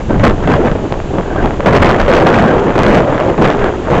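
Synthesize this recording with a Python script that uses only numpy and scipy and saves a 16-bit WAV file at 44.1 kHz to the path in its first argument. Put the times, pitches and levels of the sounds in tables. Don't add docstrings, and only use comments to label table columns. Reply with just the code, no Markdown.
import sys
import numpy as np
from scipy import signal
from scipy.fft import rfft, irfft
from scipy.io import wavfile
from scipy.ndimage import uniform_filter1d

SR = 44100
rng = np.random.default_rng(int(sys.argv[2]) if len(sys.argv) > 2 else 0)


def master_out(mix):
    frames = np.transpose(np.atleast_2d(mix))
    ceiling = np.clip(frames, -1, 1)
    pcm = np.round(ceiling * 32767).astype(np.int16)
    wavfile.write(sys.argv[1], SR, pcm)


N = 176400
TEAR_ONSET_DB = -15.5


def from_db(db):
    return 10 ** (np.asarray(db) / 20)


def rms_one(x):
    return x / np.sqrt(np.mean(x ** 2) + 1e-20)


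def automation(rows):
    times, *columns = np.transpose(rows)
    return [np.interp(np.arange(N) / SR, times, column) for column in columns]


def drift(rate_hz):
    pole = np.exp(-20 * np.pi * rate_hz / SR)
    white = rng.standard_normal(N // 10 + 4002)
    slow = signal.lfilter([1], [1, -2 * pole, pole * pole], white)[4000:]
    return np.interp(np.arange(N) / 10, np.arange(len(slow)), rms_one(slow))


def noise(colour):
    hz, db = np.transpose(colour)
    f = np.maximum(np.arange(N // 2 + 1) * SR / N, 1)
    gain = from_db(np.interp(np.log(f), np.log(hz), db))
    skirts = np.minimum(1, f / hz[0]) ** 2 * np.minimum(1, hz[-1] / f) ** 2
    return rms_one(irfft(rfft(rng.standard_normal(N)) * gain * skirts, N))


def levelled(x, samples):
    return x / np.sqrt(uniform_filter1d(x ** 2, samples) + 1e-9)


def resonance(hz, width_hz):
    phase = 2 * np.pi * np.cumsum(hz * np.ones(N)) / SR
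    return rms_one(drift(width_hz) * np.cos(phase) + drift(width_hz) * np.sin(phase))


def gate(start, length, fade_s):
    t = np.arange(N) / SR
    return np.clip(np.minimum(t - start, start + length - t) / fade_s, 0, 1)


def rumble():
    # (time [s], level [dB])
    swells = [(0.0, -23.5), (0.16, -11.5), (0.25, -9), (0.32, -12.5), (0.4, -19.5), (0.49, -12),
              (0.63, -19), (0.72, -16), (0.88, -28.5), (0.92, -20.5), (1.32, -22.5), (1.44, -12.5),
              (1.49, -20), (1.68, -20), (1.8, -10), (1.99, -20), (2.03, -10), (2.1, -19), (2.14, -15),
              (2.25, -20.5), (2.43, -15), (2.48, -31), (2.57, -17), (2.64, -26), (2.92, -12), (2.95, -18.5),
              (3.27, -27.5), (3.32, -18), (3.34, -30), (3.42, -14), (3.55, -26.5), (3.62, -14),
              (3.72, -26.5), (3.9, -21), (3.92, -15), (4.0, -17)]
    # (frequency [Hz], level [dB])
    colour = [(12, -7.5), (25, 2), (40, -6.5), (70, -5), (110, -7.5), (170, -11.5), (300, -14)]
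    swell_db, = automation(swells)
    return levelled(noise(colour), samples=3000) * from_db(swell_db + 2)


def turbulence(rush_db, buffet_db):
    # (frequency [Hz], level [dB])
    buffet_colour = [(60, -14.5), (120, 0.5), (190, 0.5), (260, 0), (340, 2), (500, -2), (700, -5.5),
                     (1100, -13.5), (2500, -48)]
    # (frequency [Hz], level [dB])
    rush_colour = [(300, -8), (600, 6.5), (850, 2), (1250, -1), (1700, -4.5), (2400, -14.5), (3300, -20),
                   (4500, -45.5), (7500, -44.5)]
    strong_gust_db = -23.5
    excess_db = np.maximum(rush_db - strong_gust_db, 0)
    flutter = drift(rate_hz=44)
    buffet = levelled(noise(buffet_colour), samples=1100)
    buffet *= from_db(buffet_db - 2.5 + 0.21 * excess_db + 3 * flutter)
    grain = rms_one(from_db(flutter + 3.5 * drift(rate_hz=180)))
    rush = noise(rush_colour) * grain * from_db(rush_db - 1 + 0.16 * excess_db)
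    return buffet + rush


def hiss():
    # (frequency [Hz], level [dB])
    colour = [(400, 8.5), (900, 16), (1500, 7), (3000, 8), (4300, -0.5), (5500, -4), (7000, 1.5),
              (8000, -4.5)]
    return from_db(-35) * noise(colour)


def port_hoot(fronts_db):
    # (time [s], pitch [Hz], level [dB])
    shedding = [(0.0, 400, -50), (0.27, 596.7, -20), (0.36, 397.6, -34), (0.45, 397.5, -37),
                (0.495, 375, -9), (0.555, 560, -24), (0.578, 519.7, -11), (0.598, 453, -5.5),
                (0.622, 346.7, -11.5), (0.645, 473, -12), (0.665, 572.6, -15), (0.69, 520, -22),
                (0.72, 512, -17.5), (0.8, 379.5, -36), (0.85, 350.6, -12), (0.9, 378.8, -34),
                (1.2, 418.7, -25), (1.55, 379, -25), (1.75, 520, -14), (1.8, 490, -44), (1.96, 349, -20.5),
                (2.05, 501.8, -29), (2.09, 499.8, -5.5), (2.15, 470, -13.5), (2.21, 512.3, -10.5),
                (2.28, 451.7, -14.5), (2.4, 561.3, -23), (2.5, 499.4, -9.5), (2.61, 425, -15.5),
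                (2.69, 371.6, -23), (2.81, 468.6, -24), (2.88, 541.5, -12), (3.0, 588.4, -13.5),
                (3.05, 600, -17), (3.1, 580.7, -10.5), (3.2, 619, -26), (3.27, 530, -14.5),
                (3.36, 402, -20.5), (3.46, 478, -18), (3.6, 408.4, -16.5), (3.78, 359.4, -18.5),
                (3.86, 420, -30), (4.0, 514.3, -14)]
    hz, hoot_db = automation(shedding)
    wandering_hz = hz * (1 + 0.04513 * drift(rate_hz=19.7))
    hoot = levelled(resonance(wandering_hz, width_hz=44), samples=900)
    waver_db = 1.5 * drift(rate_hz=15)
    return hoot * from_db(hoot_db + fronts_db - 0.5 + waver_db)


def whistle():
    # (start [s], length [s], level [dB])
    swells = [(0.085, 0.077, -31), (0.426, 0.12, -29), (0.647, 0.098, -33), (1.246, 0.1, -33),
              (1.363, 0.0606, -23), (2.432, 0.11, -24), (3.599, .1, -28.5)]
    level = sum(from_db(db) * gate(start, length, fade_s=0.018) for start, length, db in swells)
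    return resonance(hz=1582, width_hz=72) * (level + from_db(-48.5))


def gust_fronts():
    # (time [s], jump size [dB])
    fronts = [(0.093, 10), (0.141, 29), (0.196, 35), (0.234, 7), (0.424, 10), (0.474, 23), (0.714, 23),
              (0.751, 23), (1.128, 16), (1.18, 9), (1.659, 17), (1.727, 4), (1.818, 15), (1.997, 14),
              (2.079, 15), (3.075, 3), (3.378, 12), (3.413, 10), (3.59, 8.5), (3.901, 7)]
    stall_share, stall_s, slam_s, rise_s = 0.62, 0.006, 0.0066, 0.0011
    t, ride_db = np.arange(N) / SR, np.zeros(N)
    for time, jump_db in fronts:
        away = np.abs(t - time)
        stall = -stall_share * np.exp(-away / stall_s)
        slam = (1 - stall_share) * np.exp(-away / slam_s)
        ride_db += jump_db * np.where(t < time, stall, slam) * np.minimum(away / rise_s, 1)
    return ride_db


def snaps():
    # (time [s], level [dB])
    eddies = [(0.098, -15), (0.252, -0.5), (0.280, -0.5), (0.309, -6.5), (0.9241, -5), (0.941, -11.5),
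              (1.002, -11), (1.185, -8), (1.210, -12.5), (1.459, -5), (1.508, -8.5), (1.606, -4.5),
              (1.861, -5), (1.892, -1), (1.913, -1.5), (1.946, -2.5), (1.963, -7), (2.002, -3.5),
              (2.016, -1.5), (2.705, -11), (2.78, -0.5), (2.791, 1), (2.834, 1.5), (3.180, -7),
              (3.201, -3.5), (3.385, -14), (3.503, -1.5), (3.643, -2)]
    width_s, ring_hz, ring_width_hz = 0.00025, 596, 220
    t, pulses = np.arange(N) / SR, np.zeros(N)
    for time, db in eddies:
        u = (t - time) / width_s
        pulses += from_db(db) * 4 * u / (1 + u * u) ** 2
    ring = signal.lfilter(*signal.iirpeak(ring_hz, ring_hz / ring_width_hz, fs=SR), pulses)
    return pulses + from_db(-4) * ring


def crackle(rush_db):
    max_per_s, centre_hz, width_hz = 110, 1590, 1080
    bursts = rng.random(N) < max_per_s / SR / (1 + np.exp(TEAR_ONSET_DB - rush_db))
    polarity = rng.choice([-1, 1], N)
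    scatter_db = -2 * np.clip(rng.standard_normal(N), -2, 2)
    clicks = bursts * polarity * from_db(rush_db + 6.5 + scatter_db)
    b, a = signal.iirpeak(centre_hz, centre_hz / width_hz, fs=SR)
    return signal.lfilter(b, a, signal.lfilter(b, a, clicks + 1e-18)) / b[0]


def tearing(rush_db):
    # (frequency [Hz], level [dB])
    colour = [(1500, -4), (2300, 2.5), (3200, -1), (4500, -15), (6500, -15)]
    ragged = rms_one(from_db(8 * np.clip(drift(rate_hz=160), -2, 2)))
    level_db = -35 + 1.5 * (rush_db - TEAR_ONSET_DB)
    return noise(colour) * ragged * from_db(level_db)


def drones():
    # (start [s], length [s], starting pitch [Hz], level [dB])
    hums = [(0.46, .1, 193.2, -19), (2.32, 0.15, 245, -15.5), (2.851, .15, 226.3, -11.5),
            (3.411, .07, 190, -14), (3.911, 0.067, 191, -18.5)]
    sag_hz_per_s = 330
    t, out = np.arange(N) / SR, np.zeros(N)
    for start, length, hz, db in hums:
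        sinking_hz = hz - sag_hz_per_s * np.clip(t - start, 0, length)
        hum = levelled(resonance(sinking_hz, width_hz=17), samples=1400)
        out += from_db(db) * gate(start, length, fade_s=0.0081) * hum
    return out


def scene():
    # (time [s], rush [dB], buffeting [dB])
    gusts = [(0.0, -28, -19), (0.09, -41, -29), (0.11, -25, -2), (0.12, -27, -14), (0.22, -20, -33),
             (0.24, -11, 0), (0.29, -13, -10.5), (0.36, -31, -21), (0.44, -18, -13.5), (0.46, -21.5, -20),
             (0.49, -16.5, -13), (0.53, -14, -13.5), (0.64, -21.5, -13), (0.66, -13, -9.5),
             (0.69, -19.5, -14.5), (0.82, -31, -19), (0.84, -28, -10), (0.9, -32, -25), (0.93, -32, -13.5),
             (1.09, -33.5, -28.5), (1.14, -29, -13), (1.16, -28, -15.5), (1.19, -25, -11.5),
             (1.23, -28, -19), (1.45, -20, -11.5), (1.56, -25.5, -21.5), (1.61, -31, -10),
             (1.62, -30.5, -37), (1.67, -11, -6), (1.73, -14, -8), (1.77, -7, -4), (1.79, -16, -25),
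             (1.83, -9, -10.5), (1.98, -18.5, -12), (1.99, -12.5, -12.5), (2.03, -17.5, -25),
             (2.09, -13, -11.5), (2.12, -9, -9), (2.26, -16, -9), (2.27, -11, -9), (2.38, -11.5, -10),
             (2.5, -17, -10), (2.66, -18, -12), (2.7, -17.5, -5), (2.73, -20, -26), (2.76, -16, -7),
             (2.83, -13, -11), (2.96, -11, -7), (3.06, -21, -13.5), (3.09, -18, -13), (3.17, -16, -14),
             (3.31, -20.5, -9.5), (3.35, -23, -18.5), (3.42, -15.5, -6), (3.46, -10.5, -10),
             (3.57, -19.5, -17.5), (3.65, -16, -11.5), (3.66, -15.5, -20), (3.74, -23, -18.5),
             (3.82, -26, -21.5), (3.92, -16.5, -11.5), (3.98, -15, -14)]
    fronts_db = gust_fronts()
    rush_db, buffet_db = automation(gusts) + fronts_db
    body = rumble() + turbulence(rush_db, buffet_db)
    tones = port_hoot(fronts_db) + whistle() + drones()
    grit = snaps() + crackle(rush_db) + tearing(rush_db)
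    return (body + tones + grit + hiss())[None]


def record(dry):
    # (frequency [Hz], gain [dB])
    treble = [(3000, 0), (6000, -0.5), (8000, -2.5), (9200, -8.5), (12000, -9), (15500, -1.5)]
    mic_top_hz, high_cut_hz = 7480, 15800
    ceiling, hardness = 0.71, 36
    x = signal.sosfilt(signal.cheby1(8, 0.2, mic_top_hz, fs=SR, output="sos"), dry)
    x = x / (1 + np.abs(x / ceiling) ** hardness) ** (1 / hardness)
    sizzle = from_db(-55.5) * np.abs(x / ceiling) ** 4 * rng.standard_normal(N)
    x = x + sizzle
    hz, db = np.transpose(treble)
    eq = from_db(np.interp(np.linspace(0, SR / 2, N + 1), hz, db))
    mirrored = np.hstack([x, x[:, ::-1]])
    x = irfft(rfft(mirrored) * eq)[:, :N]
    return signal.sosfilt(signal.ellip(10, 0.1, 80, high_cut_hz, fs=SR, output="sos"), x)


dry = scene()
out = record(dry)
master_out(out)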